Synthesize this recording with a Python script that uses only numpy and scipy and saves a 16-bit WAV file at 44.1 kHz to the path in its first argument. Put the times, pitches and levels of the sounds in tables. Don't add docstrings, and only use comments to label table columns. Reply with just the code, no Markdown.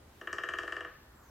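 import sys
import numpy as np
from scipy import signal
from scipy.fft import rfft, irfft
from scipy.io import wavfile
from scipy.ndimage import uniform_filter1d

SR = 44100
rng = np.random.default_rng(int(sys.argv[2]) if len(sys.argv) > 2 else 0)


def unload_audio(sound):
    columns = np.transpose(np.atleast_2d(sound))
    steps = np.round(np.clip(columns, -1, 1) * 32767)
    wavfile.write(sys.argv[1], SR, steps.astype(np.int16))


def natural_amplitude(level_db):
    exponent = np.asarray(level_db, float) / 20
    return 10 ** exponent


N = 57330


def unit(x):
    return x / np.sqrt(np.mean(x ** 2))


def pan(x, db):
    return x * natural_amplitude(np.array([[db / 2], [-db / 2]]))


def walk(rate):
    k = int(SR / rate)
    steps = np.repeat(rng.standard_normal(N // k + 1), k)
    return 1.3 * uniform_filter1d(uniform_filter1d(steps, k), k)[:N]


def bands(x, centres):
    log_hz = np.log(np.arange(len(x) // 2 + 1) * SR / len(x) + 1)
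    spectrum = rfft(x)
    return [irfft(spectrum * np.interp(log_hz, np.log(centres), row), len(x)) for row in np.eye(len(centres))]


def swell(t, rise, hold, fall):
    attack = np.sin(np.pi / 2 * np.clip(t / rise, 0, 1)) ** 2
    return attack * np.exp(-(np.clip(t - rise - hold, 0, 1) / fall) ** 2)


def sines(modes, t):
    scatter_db, detune = .9, .0015
    hz, db = np.array(modes).T[:2, :, None]
    louder, sharper = rng.standard_normal((2, len(modes), 1))
    sign = (-1.) ** np.arange(len(modes))[:, None]
    tone = np.sin(2 * np.pi * hz * (1 + detune * sharper) * t)
    return sign * natural_amplitude(db + scatter_db * louder) * tone


def ring(modes, t, rise):
    decay = natural_amplitude(-60 * t / np.array(modes)[:, 2:])
    return (sines(modes, t) * decay).sum(axis=0) * swell(t, rise, 1, 1)


def crack(t):
    # (frequency [Hz], width [Hz], level [dB])
    splinters = [(4100, 700, -13), (4800, 500, -3), (5510, 600, 0), (6400, 900, -3), (7700, 1400, -5),
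                 (11000, 4000, -20)]
    t60_s, rise_s, bounce_s, bounce_db = .03, .0002, .0102, -12
    f = np.arange(len(t) // 2 + 1) * SR / len(t)
    colour = 0
    for hz, width_hz, db in splinters:
        strength = natural_amplitude(db + 2 * rng.standard_normal())
        colour = colour + strength / np.hypot(1, (2 * (f - hz) / width_hz) ** 2)
    noise = unit(irfft(rfft(rng.standard_normal(len(t))) * colour, len(t)))
    direct = natural_amplitude(-60 * t / t60_s)
    bounce = (t > bounce_s) * natural_amplitude(bounce_db - 60 * np.abs(t - bounce_s) / t60_s)
    return noise * (direct + bounce) * swell(t, rise_s, 1, 1)


def upper_waves(t):
    # (frequency [Hz], level [dB])
    treble = [(2680, 0), (2880, 1), (3095, 3.5), (3310, -5), (3800, -10.5)]
    # (rise [s], hold [s], fall [s])
    treble_swell = (.0005, .0075, .002)
    t60_s = 0.047
    return sines(treble, t).sum(axis=0) * swell(t, *treble_swell) * natural_amplitude(-60 * t / t60_s)


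def middle_waves(t):
    # (frequency [Hz], level [dB])
    partials = [(960, -31), (1170, -6.5), (1500, -11.5), (1765, -1.5), (2100, -27), (2350, -23.5)]
    # (rise [s], hold [s], fall [s])
    partial_swells = [(.005, .002, .005), (.0062, .0003, .0015), (.0015, .003, .002), (.0022, .0032, .0014),
                      (.001, .004, .002), (.001, .004, .002)]
    # (frequency [Hz], level [dB], decay by 60 dB [s])
    after_ring = [(997.3, -16.5, 0.076), (1227.5, -7, .07), (1332.7, 0.5, 0.039), (1466, -1, 0.023),
                  (1645, -4.5, 0.033), (1690, -49, 0.081), (2318, -23, 0.057), (2880, -10, 0.033)]
    rise, hold, fall = np.array(partial_swells).T[:, :, None]
    waves = (sines(partials, t) * swell(t, rise, hold, fall)).sum(axis=0)
    return waves + ring(after_ring, t, .009)


def low_modes(t):
    # (frequency [Hz], level [dB], decay by 60 dB [s])
    bass = [(312.4, -4, 0.12), (357.5, 0.5, 0.22), (410.6, -6, 0.45), (490.6, -1.5, 0.14), (551, -16, 0.23),
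            (655.3, 11, 0.052), (793, -14, 0.041), (841, 1, 0.037)]
    return ring(bass, t, .008)


def drumming():
    # (time [s], upper waves [dB], middle waves [dB], low modes [dB], crack [dB])
    blows = [(0.2127, -43.5, -40.5, -51, -57), (0.2725, -36, -31, -48.5, -55.5),
             (0.3287, -38.5, -31.5, -47.5, -40.5), (0.383, -33.5, -30.5, -47.5, -49),
             (0.4354, -33.5, -30.5, -45.5, -48), (0.4877, -32, -29.5, -46.5, -46),
             (0.536, -33.5, -29.5, -47.5, -49.5), (0.5859, -31, -29, -46, -43.5),
             (0.633, -38, -38.5, -45.5, -51.5), (0.6774, -43.5, -32.5, -49.5, -51.5),
             (0.7225, -34.5, -32, -48, -48), (0.7659, -40, -32.5, -46.5, -51.5),
             (0.8065, -38.5, -35.5, -48, -53), (0.8475, -42.5, -35, -49.5, -59)]
    lead_s = .0003
    t = np.arange(SR // 4) / SR
    low, rest = np.zeros((2, N + SR))
    for s, upper_db, middle_db, low_db, crack_db in blows:
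        i = int((s - lead_s) * SR)
        here = slice(i, i + len(t))
        low[here] += natural_amplitude(low_db - 0.5) * low_modes(t)
        rest[here] += natural_amplitude(crack_db - 3.5) * crack(t)
        rest[here] += natural_amplitude(middle_db + 2) * middle_waves(t)
        rest[here] += natural_amplitude(upper_db - 12) * upper_waves(t)
    return low[:N], rest[:N]


def forest(x):
    # (centre [Hz], decay by 60 dB [s], level [dB])
    trees = [(350, .5, -12), (900, .65, -7), (1700, .7, -7.5), (3000, .65, -8.5), (7000, .45, -11)]
    near_db, near_t60_s = 7, .14
    rise_s, side_db, patchy_db = .011, -9, 1.2
    t = np.arange(N) / SR
    build_up = 1 - np.exp(-(t / rise_s) ** 2)
    returns = []
    for level_db in (0, side_db):
        patchy = rng.standard_normal(N) * natural_amplitude(patchy_db * walk(132))
        tail = 0
        for part, (hz, t60, db) in zip(bands(patchy, [row[0] for row in trees]), trees):
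            far_trunks = natural_amplitude(db - 60 * t / t60)
            near_limbs = natural_amplitude(db + near_db - 60 * t / near_t60_s)
            tail = tail + part * (far_trunks + near_limbs) / np.sqrt(t60 * SR / 14)
        returns.append(natural_amplitude(level_db) * signal.fftconvolve(x, tail * build_up)[:N])
    middle, side = returns
    return np.array([middle + side, middle - side])


def whistle():
    # (time [s], pitch [Hz], level [dB])
    glide = [
        (1.138, 7720, -88),
        (1.148, 7700, -79),
        (1.185, 7500, -80),
        (1.22, 6800, -79),
        (1.26, 6200, -78),
        (1.3, 5700, -76),
    ]
    wet_db, t60_s, pan_db = 7, .45, -3.5
    t = np.arange(N) / SR
    s, hz, db = np.array(glide).T
    phase = 2 * np.pi * np.cumsum(np.interp(t, s, hz)) / SR
    tone = np.sin(phase) * natural_amplitude(np.interp(t, s, db, left=-150))
    wet = []
    for _ in range(2):
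        tail = rng.standard_normal(N) * natural_amplitude(-60 * t / t60_s)
        wet.append(signal.fftconvolve(tone, tail)[:N])
    return pan(tone + np.array(wet) * natural_amplitude(wet_db) / np.sqrt(t60_s * SR / 14), pan_db)


def air(shape, db):
    flicker_db = 2.08
    hz, colour_db = np.array(shape + [(17000, shape[-1][1] - 12)]).T
    log_hz = np.log(np.arange(N // 2 + 1) * SR / N + 1)
    colour = natural_amplitude(np.interp(log_hz, np.log(hz), colour_db, left=-60))
    noise = irfft(rfft(rng.standard_normal(N)) * colour, N)
    octaves = bands(noise, 40 * 2. ** np.arange(9))
    return unit(sum(part * natural_amplitude(flicker_db * walk(7.93)) for part in octaves)) * natural_amplitude(db)


def background():
    # (frequency [Hz], density [dB per Hz])
    hum = [(12, -51), (20, -17), (70, 1.5), (171, -10), (408, -11), (441, -14.5), (584, -12.5),
           (9000, -33.5), (11700, -38), (19800, -120)]
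    # (frequency [Hz], density [dB per Hz])
    hum_side = [(12, -72), (20, -43), (300, -16), (350, -30), (408, -8), (452, -18), (774, -12),
                (9000, -29), (11700, -35), (19800, -120)]
    # (frequency [Hz], density [dB per Hz])
    hiss = [(7000, -30), (9500, -20), (11500, -4), (13500, -1.5), (16500, -8.5)]
    middle = air(hum, -58.5) + air(hiss, -76)
    return middle + air(hum_side, -65) * np.array([[1], [-1]])


def scene():
    low, rest = drumming()
    stub = pan(low, -0.5) + pan(rest + forest(low + rest), 2.25)
    return stub + whistle() + background()


def band_limit(x):
    return signal.sosfilt(signal.butter(12, 16580, fs=SR, output="sos"), x)


def record(dry):
    side_top_hz, top_hz = 11700, 16500
    narrow = signal.butter(8, side_top_hz, fs=SR, output="sos")
    side = signal.sosfiltfilt(narrow, dry[0] - dry[1]) / 2
    both = dry.mean(axis=0) + side * np.array([[1], [-1]])
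    top_cut = signal.ellip(10, .2, 80, top_hz, fs=SR, output="sos")
    return band_limit(signal.sosfilt(top_cut, both))


dry = scene()
out = record(dry)
unload_audio(out)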